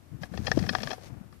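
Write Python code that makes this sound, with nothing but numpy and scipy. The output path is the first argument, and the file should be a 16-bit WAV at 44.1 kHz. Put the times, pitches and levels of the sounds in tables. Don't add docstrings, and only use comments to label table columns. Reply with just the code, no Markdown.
import sys
import numpy as np
from scipy import signal
from scipy.fft import rfft, irfft, next_fast_len
from scipy.io import wavfile
from scipy.ndimage import uniform_filter1d

SR = 44100
rng = np.random.default_rng(int(sys.argv[2]) if len(sys.argv) > 2 else 0)


def master_out(mix):
    frames = np.transpose(np.atleast_2d(mix))
    ceiling = np.clip(frames, -1, 1)
    pcm = np.round(ceiling * 32767).astype(np.int16)
    wavfile.write(sys.argv[1], SR, pcm)


N = 61739

# frequency in Hz, relative level in dB.
AIR_SPECTRUM = [(30, -6), (90, 24.5), (250, 0), (600, 6), (1200, -9), (2500, -36), (5000, -24),
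                (14000, -19)]
AIR_LEVELS_DB = [-61, -67]
# time in seconds, level in dB.
HISS_LEVEL = [(0, -65.5), (.205, -63.5), (.225, -55), (.255, -55.5), (.29, -66), (.345, -55.5),
              (.41, -58.5), (.47, -54), (.62, -54.5), (.75, -52), (.93, -52.5), (1.0, -60.5), (1.07, -56),
              (1.11, -64), (1.315, -65.5), (1.345, -60.5), (1.4, -65.5)]
# frequency in Hz, relative level in dB.
HISS_SPECTRUM = [(30, 2), (100, 8), (280, 17), (550, 8), (1000, 12), (2300, 7.5), (4000, 2.5), (6500, 0.5),
                 (11000, 0.5), (14500, -1)]
HISS_LEFT_DB = -0.5

# time in seconds, level in dB ahead of the bass cut.
SLOSH_LEVEL = [(0, -53.5), (.10, -53), (.12, -40), (.25, -45.5), (.29, -47.5), (.33, -37), (.40, -35.5),
               (.50, -39.5), (.60, -27.5), (.70, -35), (.84, -41.5), (.90, -44.5), (1.01, -50.5),
               (1.12, -41), (1.20, -43), (1.29, -52), (1.35, -46), (1.4, -53)]
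# frequency in Hz, relative level in dB.
SLOSH_SPECTRUM = [(20, -33), (40, -25), (62, -0.5), (85, 3.5), (140, -4), (230, -6.5), (340, -10.5),
                  (700, -40.5), (1500, -33.5), (4000, -55)]
# centre in seconds, pitch in Hz, peak of the fundamental in dB
# ahead of the bass cut, half length in seconds before scaling.
THUD_EVENTS = [(.133, 167, -33.5, 0.0063), (.149, 131, -28.5, 0.0065), (.219, 163, -29.5, 0.0063),
               (.241, 145, -26.5, 0.0016), (.318, 130, -28.5, 0.0025), (.351, 186, -25.5, 0.0044),
               (.393, 127, -19.5, 0.0038), (.403, 189, -22.5, 0.0026), (.421, 151, -26, 0.0022),
               (.437, 108, -35.5, .005), (.491, 162, -22.5, 0.0018), (.512, 140, -19.5, 0.0027),
               (0.518, 486, -17, 0.0023), (.557, 135, -24, 0.012), (.576, 295, -8, 0.0025),
               (0.586, 134, -21.5, 0.0038), (.626, 173, -18.5, .006), (.648, 96, -29.5, 0.009),
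               (.678, 182, -29.5, 0.0088), (.713, 198, -21.5, 0.0035), (.788, 114, -31.5, 0.005),
               (.814, 214, -31, 0.0085), (.834, 228, -30.5, 0.0093), (.861, 146, -29.5, 0.0069),
               (.925, 240, -34.5, 0.0059), (1.109, 153, -34, 0.003), (1.127, 122, -34.5, 0.0068),
               (1.214, 179, -28.5, 0.0038), (1.262, 162, -35.5, 0.0029)]
THUD_ATTACK, THUD_RELEASE = .8, 1.1
THUD_BULGE = 1.3
BASS_CUT_HZ = 32

# time in seconds, level in dB.
RUB_LEVEL = [(0, -67.5), (.20, -73), (.225, -44.5), (.255, -51.5), (.29, -66), (.34, -51.5), (.39, -49),
             (.42, -53), (.455, -41), (.54, -43), (.595, -41), (.66, -43.5), (.77, -42), (.93, -42),
             (.97, -58.5), (1.06, -46), (1.11, -65), (1.4, -75)]
# frequency in Hz, relative level in dB.
RUB_SPECTRUM = [(150, 7.5), (400, 8.5), (730, 7.5), (1050, -4), (1800, 2), (3000, -2.5), (4400, -1.5),
                (5900, 0), (7200, -9), (10000, -16), (14500, -25)]
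RUB_GRAINS_PER_S, RUB_SMOOTH = 900, .6
RUB_PATCHY_DB, RUB_PATCH_S = 1, 0.01
RUB_RING_DB = -14.5
# time in seconds, level in dB.
GRIP_LEVEL = [(0, -65), (.15, -61.5), (.29, -54.5), (.40, -66), (.62, -49.5), (.90, -62), (1.05, -50.5),
              (1.17, -50.5), (1.28, -58.5), (1.4, -72)]
# frequency in Hz, relative level in dB.
GRIP_SPECTRUM = [(150, 8), (350, -6.5), (650, 4), (1000, -5), (1700, -9.5), (3000, -21.5), (8000, -54)]

# frequency in Hz, decay by 60 dB in seconds, relative level in dB.
SHELL_MODES = [(513.5, 0.029, -5.5), (633, 0.027, -0.5), (744, 0.06, -0.5), (860, 0.0083, -10),
               (1194, 0.031, 21), (1320, 0.034, 1), (1733, 0.018, 20), (1836, 0.039, 6.5),
               (2570, 0.008, 6.5), (3300, 0.019, 7), (4257, 0.031, 2.5), (4834, 0.057, -2),
               (5130, 0.0061, 3.5), (5390, 0.047, -1)]
# lowest frequency in Hz, highest frequency in Hz.
MODE_GROUPS_HZ = [(420, 880), (1020, 1400), (1580, 1980), (2300, 3800), (4000, 6200)]
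# start in seconds, rise in seconds, tuning of the modes as a
# factor, level of each of the five mode groups from low to high in dB, share sent to the right
# channel in dB ahead of its colouring.
CONTACTS = [(0.2325, 0.0014, 0.98, -40, -49, -39, -47, -49, -24),
            (0.3362, 0.0018, 1, -41, -53, -49, -60, -61, -24),
            (0.374, 0.0013, 1.04, -39, -48, -45, -44, -47, -24),
            (0.468, 0.0014, 1, -37, -41, -34, -33, -34, -20),
            (0.4775, 0.0015, 1, -31, -41, -38, -45, -45, -15),
            (0.5152, 0.0006, 1.02, -28, -37, -23, -37, -33, -23),
            (0.573, 0.0012, 0.95, -34, -48, -52, -49, -48, -24),
            (0.5895, 0.002, 1, -42, -54, -45, -49, -43, -24),
            (0.6245, 0.002, 1, -45, -63, -49, -49, -49, -24),
            (0.6375, 0.0012, 1, -41, -55, -46, -54, -62, -24),
            (0.665, 0.0006, 1, -47, -51, -46, -53, -50, -24),
            (0.6898, 0.0016, 1, -35, -39, -28, -30, -31, -22),
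            (0.7325, 0.0012, 1, -38, -47, -49, -54, -48, -13),
            (0.7498, 0.0006, 0.99, -27, -28, -29, -36, -36, -17),
            (0.7845, 0.0006, 1, -40, -48, -50, -51, -50, -24),
            (0.8035, 0.0022, 1.03, -46, -55, -46, -49, -51, -24),
            (0.8312, 0.0013, 1.02, -36, -48, -42, -40, -37, -24),
            (0.872, 0.0007, 0.97, -40, -40, -36, -44, -45, -15),
            (0.905, 0.0012, 1, -36, -47, -44, -41, -45, -24),
            (0.912, 0.0014, 1, -35, -47, -39, -40, -41, -18),
            (0.9295, 0.0016, 1, -35, -47, -45, -48, -46, -24),
            (0.9795, 0.001, 1, -45, -64, -67, -69, -70, -24),
            (1.3255, 0.0004, 1, -62, -57, -63, -75, -66, -24)]
KNOCK_SPAN_S = .02
CHATTER_PER_S, FIRST_TOUCH = 6000, 1.3
CRACK_DB, CRACK_T60_S = -8, .022
TICK_DB, TICK_RISE_S = -13, 0.0004
TICK_T60_S, TICK_CUT_HZ = 0.0078, 4100
# frequency in Hz, gain in dB.
RIGHT_FILTER = [(60, -3), (400, -14), (800, -10), (1150, -23), (1500, -6), (1850, -5.5), (2300, -6),
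                (5000, -51), (12000, -25)]

CUTOFF_HZ = 14550


def amp(db):
    return 10 ** (np.asarray(db) / 20)


def unit(x):
    return x / np.sqrt(np.mean(x ** 2) + 1e-20)


def level(points):
    return amp(np.interp(np.arange(N) / SR, *np.transpose(points)))


def colour(x, points):
    f, db = np.transpose(points)
    size = next_fast_len(len(x) + 2048)
    hz = np.fft.rfftfreq(size, 1 / SR)
    gain = amp(np.interp(np.log(hz + 1), np.log(f), db))
    return irfft(rfft(x, size) * gain, size)[:len(x)]


def noise(points):
    return unit(colour(rng.standard_normal(N), points))


def add(mix, s, sound):
    part = mix[max(round(s * SR), 0):][:len(sound)]
    part += sound[:len(part)]


def background():
    air = np.array([amp(db) * noise(AIR_SPECTRUM) for db in AIR_LEVELS_DB])
    hiss = np.array([amp(HISS_LEFT_DB) * noise(HISS_SPECTRUM), noise(HISS_SPECTRUM)])
    return air + level(HISS_LEVEL) * hiss


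def fuel():
    out = level(SLOSH_LEVEL) * noise(SLOSH_SPECTRUM)
    for s, hz, db, half_s in THUD_EVENTS:
        t = np.arange(N) / SR - s
        width = half_s * np.where(t < 0, THUD_ATTACK, THUD_RELEASE)
        size = amp(db) * np.exp(-.5 * (t / width) ** 2)
        phase = 2 * np.pi * hz * t
        overtone = THUD_BULGE * size ** 2 * np.cos(2 * phase)
        out += size * np.cos(phase) + overtone
    bass_cut = signal.butter(2, BASS_CUT_HZ, "highpass", fs=SR, output="sos")
    return signal.sosfilt(bass_cut, out)


def ring(force, lo_hz, hi_hz, tune=1):
    t = np.arange(4096) / SR
    modes = []
    for hz, t60, db in SHELL_MODES:
        if lo_hz <= hz < hi_hz:
            impulse_response = amp(-60 * t / t60) * np.sin(2 * np.pi * hz * tune * t)
            response = signal.fftconvolve(force, impulse_response)[:len(force)]
            modes.append(amp(db) * unit(response))
    return unit(sum(modes))


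def rub():
    grains = unit(rng.standard_normal(N) * (rng.random(N) < RUB_GRAINS_PER_S / SR))
    patches = unit(uniform_filter1d(rng.standard_normal(N), max(round(RUB_PATCH_S * SR), 1)))
    force = (grains + RUB_SMOOTH * rng.standard_normal(N)) * amp(RUB_PATCHY_DB * patches)
    direct = unit(colour(force, RUB_SPECTRUM))
    slips = unit(direct + amp(RUB_RING_DB) * ring(force, 0, SR / 2))
    creep = unit(colour(force[::-1], GRIP_SPECTRUM))
    return level(RUB_LEVEL) * slips + level(GRIP_LEVEL) * creep


def tick(rise_s, top_db):
    t = np.arange(round(KNOCK_SPAN_S * SR)) / SR
    burst = rng.standard_normal(len(t)) * amp(-60 * t / TICK_T60_S)
    band = signal.butter(1, [TICK_CUT_HZ, 2 * TICK_CUT_HZ], "bandpass", fs=SR, output="sos")
    burst = signal.sosfilt(band, burst)
    return amp(top_db + TICK_DB) * (TICK_RISE_S / rise_s) ** 2 * unit(burst)


def knock(rise_s, tune, group_db):
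    t = np.arange(4096) / SR
    u = t / max(rise_s, 1 / SR)
    slips = rng.choice([-1, 1], len(t)) * (rng.random(len(t)) < CHATTER_PER_S / SR)
    force = slips * u * np.exp(1 - u)
    force[0] += FIRST_TOUCH
    dense_modes = rng.standard_normal(len(t)) * amp(-60 * t / CRACK_T60_S)
    crack = signal.fftconvolve(force, dense_modes)[:len(t)]
    out = np.zeros(len(t))
    for (lo, hi), db in zip(MODE_GROUPS_HZ, group_db):
        band = signal.butter(4 if lo > 3000 else 2, [lo, hi], "bandpass", fs=SR, output="sos")
        modes = unit(signal.sosfilt(band, ring(force, lo, hi * 1.1, tune)))
        band_crack = unit(signal.sosfilt(band, crack))
        out += amp(db) * unit(modes + amp(CRACK_DB) * band_crack)
    return out * np.sqrt(KNOCK_SPAN_S / t[-1])


def knocks():
    left, right = np.zeros((2, N))
    for s, rise_s, tune, *group_db, right_db in CONTACTS:
        sound = knock(rise_s, tune, group_db)
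        add(left, s, sound)
        add(left, s + rise_s, tick(rise_s, group_db[-1]))
        add(right, s, amp(right_db) * sound)
    return np.array([left, colour(right, RIGHT_FILTER)])


def scene():
    contacts = knocks()
    handling = np.array([fuel() + rub(), np.zeros(N)])
    return contacts + handling + background()


def record(dry):
    taps = signal.firwin(511, CUTOFF_HZ, window=("kaiser", 8), fs=SR)
    return signal.oaconvolve(dry, taps[None], "same")


dry = scene()
out = record(dry)
master_out(out)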